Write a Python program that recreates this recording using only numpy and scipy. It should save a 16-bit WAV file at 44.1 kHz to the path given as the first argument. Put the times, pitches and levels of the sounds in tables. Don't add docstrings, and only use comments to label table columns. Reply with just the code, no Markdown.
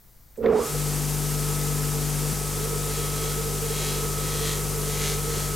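import sys
import numpy as np
from scipy import signal
from scipy.fft import rfft, irfft
from scipy.io import wavfile
from scipy.ndimage import uniform_filter1d, map_coordinates

SR = 44100
rng = np.random.default_rng(int(sys.argv[2]) if len(sys.argv) > 2 else 0)


def log_audio(samples):
    frames = np.atleast_2d(samples).T
    limited = np.clip(frames, -1, 1)
    pcm = np.round(limited * 32767).astype(np.int16)
    wavfile.write(sys.argv[1], SR, pcm)


N = 244755

# frequency_hz, relative_density_db
ROOM_SPECTRUM = [(20, 0), (45, 6), (70, -4), (120, -3.5), (300, -19), (780, -22.5), (1500, -25.5),
                 (2150, -26.5), (2700, -32), (4600, -27), (11000, -26.5), (13200, -19.5), (16000, -21.5)]
# frequency_hz, relative_density_db
HISS_SPECTRUM = [(30, -31), (70, 4.5), (170, 4), (300, 4.5), (560, 0.5), (780, 3), (1200, -0.4),
                 (1700, -2.5), (4000, -3.5), (5500, -0.07), (8500, 2.5), (10500, 0), (13500, -1.5),
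                 (16000, -12.5)]
# frequency_hz, left_minus_right_db
NOISE_PAN = [(60, 4), (170, 6), (380, -3), (700, -1), (1000, -1), (1290, -4), (1400, 0), (3300, 0),
             (5000, 2), (15000, 2)]
# frequency_hz, side_minus_mid_db
NOISE_SPREAD = [(100, -22), (900, -17), (1280, -13), (1420, -36), (3000, -36), (4200, -16), (6000, -11.5),
                (15000, -11.5)]
# frequency_hz, relative_density_db
RATTLE_SPECTRUM = [(30, -11), (55, 7), (110, -2), (300, 0.5), (650, -6), (900, -5), (1350, -3),
                   (1600, -13.5), (2200, -15.5), (3000, -25.5), (6000, -39), (16000, -62)]
# peak_s, relative_level_db, half_length_s
HAND_STROKES = [(2.975, -38, 0.12), (3.243, -38.5, 0.13), (3.86, -33, 0.17), (4.33, -36.5, 0.17),
                (4.493, -31, 0.086), (4.92, -37.5, .09), (5.067, -30, 0.097), (5.382, -36, 0.12)]
# frequency_hz, relative_density_db
FRICTION_SPECTRUM = [(300, -1), (1000, -7.5), (1500, -5.5), (2000, -2.5), (2800, 1), (3300, 0), (4100, 1),
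                     (4800, -0.5), (6500, -6.5), (9000, -4.5), (12000, -10), (16000, -29)]
# pitch_hz, width_hz, first_grip_db, second_grip_db
TOOL_MODES = [(1990, 650, -20, -18), (3280, 190, -16, -23), (4060, 620, -25, -14), (6400, 2600, -11, -8.5)]
# start_s, level_db, pitch_hz, width_hz, decay_s
START_IMPACTS = [(0.358, -55, 1190, 2000, 0.0055), (.373, -54, 8000, 2500, .008),
                 (.374, -38, 446, 200, 0.0056), (0.423, -34.5, 55, 60, .02), (.46, -30, 1970, 500, 0.0062),
                 (0.459, -38, 3600, 900, 0.0032), (.586, -20, 460, 130, 0.0083),
                 (.745, -29.5, 453, 80, .012)]
# pitch_hz, width_hz, run_up_gain_db, at_speed_gain_db, left_minus_right_db
HOUSING_MODES = [(222.4, 25.3, -8, -34, -1), (396.6, 42, -7.5, -5.5, -7), (442.7, 32.6, 2, 0.5, -6.5),
                 (492, 76, -9.5, -10, -3)]
# multiple_of_shaft_speed, relative_level_db, left_minus_right_db
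WHINE_PARTIALS = [(23, -15, -50), (25, -16, 7), (26, -2, -9), (28, -15, -12)]
# time_s, relative_level_db
WHINE_ENVELOPE = [(0.8, -47.5), (1.06, -54.5), (1.48, -45.5), (2.1, -49.5), (3.29, -43), (3.59, -48.5),
                  (4.1, -43), (4.81, -48), (5.5, -43.5)]
# multiple_of_shaft_speed, free_level_db, work_level_db, left_minus_right_db
SHAFT_HARMONICS = [(1, -35.5, -35.5, 4), (2, -44.5, -43.5, 1.5), (3, -28.5, -32.5, 7), (4, -47, -46.5, -5),
                   (5, -43, -49, 2), (6, -49.5, -54.5, -6), (7, -48, -52, 0)]

FULL_SPEED_HZ = 49.51
SWITCH_ON_S, WORK_START_S = 0.372, 2.33
TOUCH_S, SETTLE_S = 2.5, 0.24


def from_db(db):
    return np.exp(np.asarray(db) * np.log(10) / 20)


def unit_rms(x):
    return x / np.sqrt(np.mean(x ** 2) + 1e-20)


def onset(midpoint_s, rise_s):
    return .5 + .5 * np.tanh(2 * (np.arange(N) / SR - midpoint_s) / rise_s)


def at_bins(points):
    hz, value = np.transpose(points)
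    return np.interp(np.log(np.arange(N // 2 + 1) * SR / N + 1), np.log(hz), value)


def pan(db):
    gains = from_db(np.array([[.5], [-.5]]) * db)
    return gains / gains.mean(axis=0)


def drift(rate_hz):
    knots = rng.standard_normal(4000)
    coarse = np.arange(0, N, 32)
    curve = map_coordinates(knots, [coarse / SR * rate_hz], mode="wrap")
    return np.interp(np.arange(N), coarse, unit_rms(curve))


def stereo_noise(spectrum, pan_db, spread_db):
    mid, side = rfft(rng.standard_normal((2, N)))
    channels = mid + from_db(spread_db) * side * [[1], [-1]]
    return unit_rms(irfft(channels * from_db(at_bins(spectrum)) * pan(pan_db), N))


def resonate(x, hz, width_hz):
    radius = np.exp(-np.pi * width_hz / SR)
    section = [1 - radius, 0, radius - 1, 1, -2 * radius * np.cos(2 * np.pi * hz / SR), radius * radius]
    return signal.sosfilt([section, section], x)


def tone(cycles):
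    return np.sqrt(2) * np.sin(2 * np.pi * (cycles + rng.random()))


def workshop(level_db=-52):
    return from_db(level_db) * stereo_noise(ROOM_SPECTRUM, pan_db=2.0, spread_db=-10.5)


def throb(start_s=4, pitch_hz=85.4, level_db=-49, octave_db=-2.0):
    cycles = pitch_hz * np.arange(N) / SR + 0.056 * drift(4.7)
    strength = onset(start_s, rise_s=.4) * from_db(level_db + drift(11))
    return pan(4.2) * strength * (tone(cycles) + from_db(octave_db) * tone(2 * cycles))


def wheel_hiss(pace, working, ceiling_db=-30.5, work_change_db=-0.5, half_swell_pace=0.65):
    drag = (pace / half_swell_pace) ** 4.6
    flutter_db = 0.28 * drift(60)
    strength = drag / (1 + drag) * from_db(ceiling_db + work_change_db * working + flutter_db)
    bright = stereo_noise(HISS_SPECTRUM, at_bins(NOISE_PAN), at_bins(NOISE_SPREAD))
    dull = signal.sosfiltfilt(signal.butter(1, 5000, fs=SR, output="sos"), bright)
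    return strength * (dull + pace ** 4.1 * (bright - dull))


def wheel_rattle(slip, full_slip_db=-31.5):
    strength = onset(0.433, rise_s=0.031) * slip ** 0.27
    roughness_db = 1.8 * drift(160)
    noise = stereo_noise(RATTLE_SPECTRUM, at_bins(NOISE_PAN), at_bins(NOISE_SPREAD))
    return strength * from_db(full_slip_db + roughness_db) * noise


def hand_pressure(touch_db=-52):
    t = np.arange(N) / SR
    swells = [from_db(db) * np.exp(-((t - peak_s) / half_s) ** 2) for peak_s, db, half_s in HAND_STROKES]
    touch = from_db(touch_db) * onset(TOUCH_S, SETTLE_S)
    return 10 * np.log10(touch ** 2 + np.sum(np.square(swells), axis=0) + 1e-20)


def pliers_ring(scratch, pressure_db, damping=0.22, medium_pressure_db=-35.0, regrip_s=4.95):
    regripped = onset(regrip_s, rise_s=.2)
    modes = 0
    for hz, width_hz, first_db, second_db in TOOL_MODES:
        gain = from_db(first_db + (second_db - first_db) * regripped)
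        modes = modes + gain * unit_rms(resonate(scratch, hz, width_hz))
    freedom_db = np.clip(damping * (medium_pressure_db - pressure_db), -6, 3)
    return from_db(freedom_db) * modes


def ball_friction(turns, tuft_db=2.5, wear_rate_hz=2.23, fresh_noise_db=-9.5):
    rim_points = int(SR / FULL_SPEED_HZ)
    around = np.arange(rim_points) / rim_points
    tufts = np.interp(around, np.linspace(0, 1, 30), rng.standard_normal(30))
    high_spot_db = 5 * np.exp(-((around - .5) / .06) ** 2)
    relief = from_db(tuft_db * tufts + high_spot_db)
    fibres = rng.standard_normal((40, rim_points))
    place = (turns % 1 * rim_points).astype(int)
    blend, lie = np.modf(np.arange(N) / SR * wear_rate_hz)
    lie, angle = lie.astype(int), np.pi / 2 * blend
    repeating = np.cos(angle) * fibres[lie, place] + np.sin(angle) * fibres[lie + 1, place]
    scratch = (repeating + from_db(fresh_noise_db) * rng.standard_normal(N)) * relief[place]
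    direct = unit_rms(irfft(rfft(scratch) * from_db(at_bins(FRICTION_SPECTRUM)), N))
    pressure_db = hand_pressure()
    return from_db(pressure_db) * (direct + pliers_ring(scratch, pressure_db))


def start_clicks():
    out, age = np.zeros(N), np.arange(SR // 5) / SR
    for start_s, db, hz, width_hz, decay_s in START_IMPACTS:
        decay_s = abs(decay_s)
        burst = resonate(rng.standard_normal(len(age)) * np.exp(-age / decay_s), hz, width_hz)
        energy_gain = np.sqrt(decay_s * SR / 2 / np.sum(burst ** 2))
        start = int(start_s * SR)
        out[start:start + len(age)] += from_db(db) * energy_gain * burst
    return out


def shaft_speed(spin_up_hz_per_s=132, torque_growth_per_s=2.3, knee=10):
    age = np.maximum(np.arange(N) / SR - SWITCH_ON_S, 0)
    unchecked_hz = spin_up_hz_per_s / torque_growth_per_s * np.expm1(torque_growth_per_s * age)
    return unchecked_hz / (1 + (unchecked_hz / FULL_SPEED_HZ) ** knee) ** (1 / knee)


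def slot_whine(turns, slip, at_speed, full_slip_db=-28.0):
    envelope_db = np.interp(np.arange(N) / SR, *np.transpose(WHINE_ENVELOPE))
    starting = from_db(full_slip_db) * slip ** 0.45
    strength = onset(0.432, rise_s=0.056) * np.hypot(starting, from_db(envelope_db + 3.5))
    jitter_cycles, judder_cycles = 0.018, .22 * (1 - at_speed)
    partials = 0
    for order, db, pan_db in WHINE_PARTIALS:
        cycles = round(order) * turns + jitter_cycles * drift(50) + judder_cycles * drift(170)
        flutter_db = 0.3 * drift(35)
        partials = partials + pan(pan_db) * from_db(db + flutter_db) * tone(cycles)
    return strength * partials


def housing_drive(slip, full_slip_db=-18.5, free_db=-41.5, work_db=-38):
    strain = from_db(-13.5) * onset(SWITCH_ON_S + 0.0074, rise_s=0.0074)
    judder = onset(0.441, rise_s=.028)
    starting = from_db(full_slip_db) * np.maximum(strain, judder) * slip ** .65
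    steady_db = free_db + (work_db - free_db) * onset(TOUCH_S, SETTLE_S)
    return np.hypot(starting, from_db(steady_db) * (1 - slip))


def housing_growl(slip, at_speed, evenness=0.16):
    modes = 0
    for hz, width_hz, run_up_db, at_speed_db, pan_db in HOUSING_MODES:
        ring = unit_rms(resonate(rng.standard_normal(N), hz, 1.52 * width_hz))
        envelope = np.sqrt(uniform_filter1d(np.abs(signal.hilbert(ring)) ** 2 / 2, size=400))
        driven = from_db(run_up_db) * ring / envelope
        loose = from_db(at_speed_db) * unit_rms(ring / envelope ** evenness)
        modes = modes + pan(pan_db) * (driven * (1 - at_speed) + loose * at_speed)
    return housing_drive(slip) * modes


def shaft_hum(turns, pace, working, build_up_s=0.027):
    phase_jump_turns = working / 6
    harmonics = 0
    for row, (order, free_db, work_db, pan_db) in enumerate(SHAFT_HARMONICS):
        waver_db = (0.2 if row in (0, 2) else 0.6) * drift(14)
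        level_db = free_db + (work_db - free_db) * working + waver_db
        cycles = round(order) * (turns + phase_jump_turns)
        harmonics = harmonics + pan(pan_db) * from_db(level_db) * tone(cycles)
    pole = np.exp(-1 / (build_up_s * SR))
    return harmonics * signal.lfilter([1 - pole], [1, -pole], pace ** 60)


def scene():
    speed_hz = shaft_speed()
    turns = np.cumsum(speed_hz) / SR
    pace = speed_hz / FULL_SPEED_HZ
    slip = np.maximum(1 - pace, 0)
    working = uniform_filter1d(1. * (np.arange(N) / SR > WORK_START_S), size=400)
    at_speed = uniform_filter1d(1. * (pace > .97), size=2000)
    motor = shaft_hum(turns, pace, working) + slot_whine(turns, slip, at_speed)
    motor += housing_growl(slip, at_speed)
    clatter = wheel_rattle(slip) + start_clicks()
    wheel = wheel_hiss(pace, working) + ball_friction(turns) + throb()
    return motor + clatter + wheel + workshop()


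def record(dry, cutoff_hz=15900):
    return signal.sosfilt(signal.ellip(12, .1, 90, cutoff_hz, fs=SR, output="sos"), dry)


dry = scene()
out = record(dry)
log_audio(out)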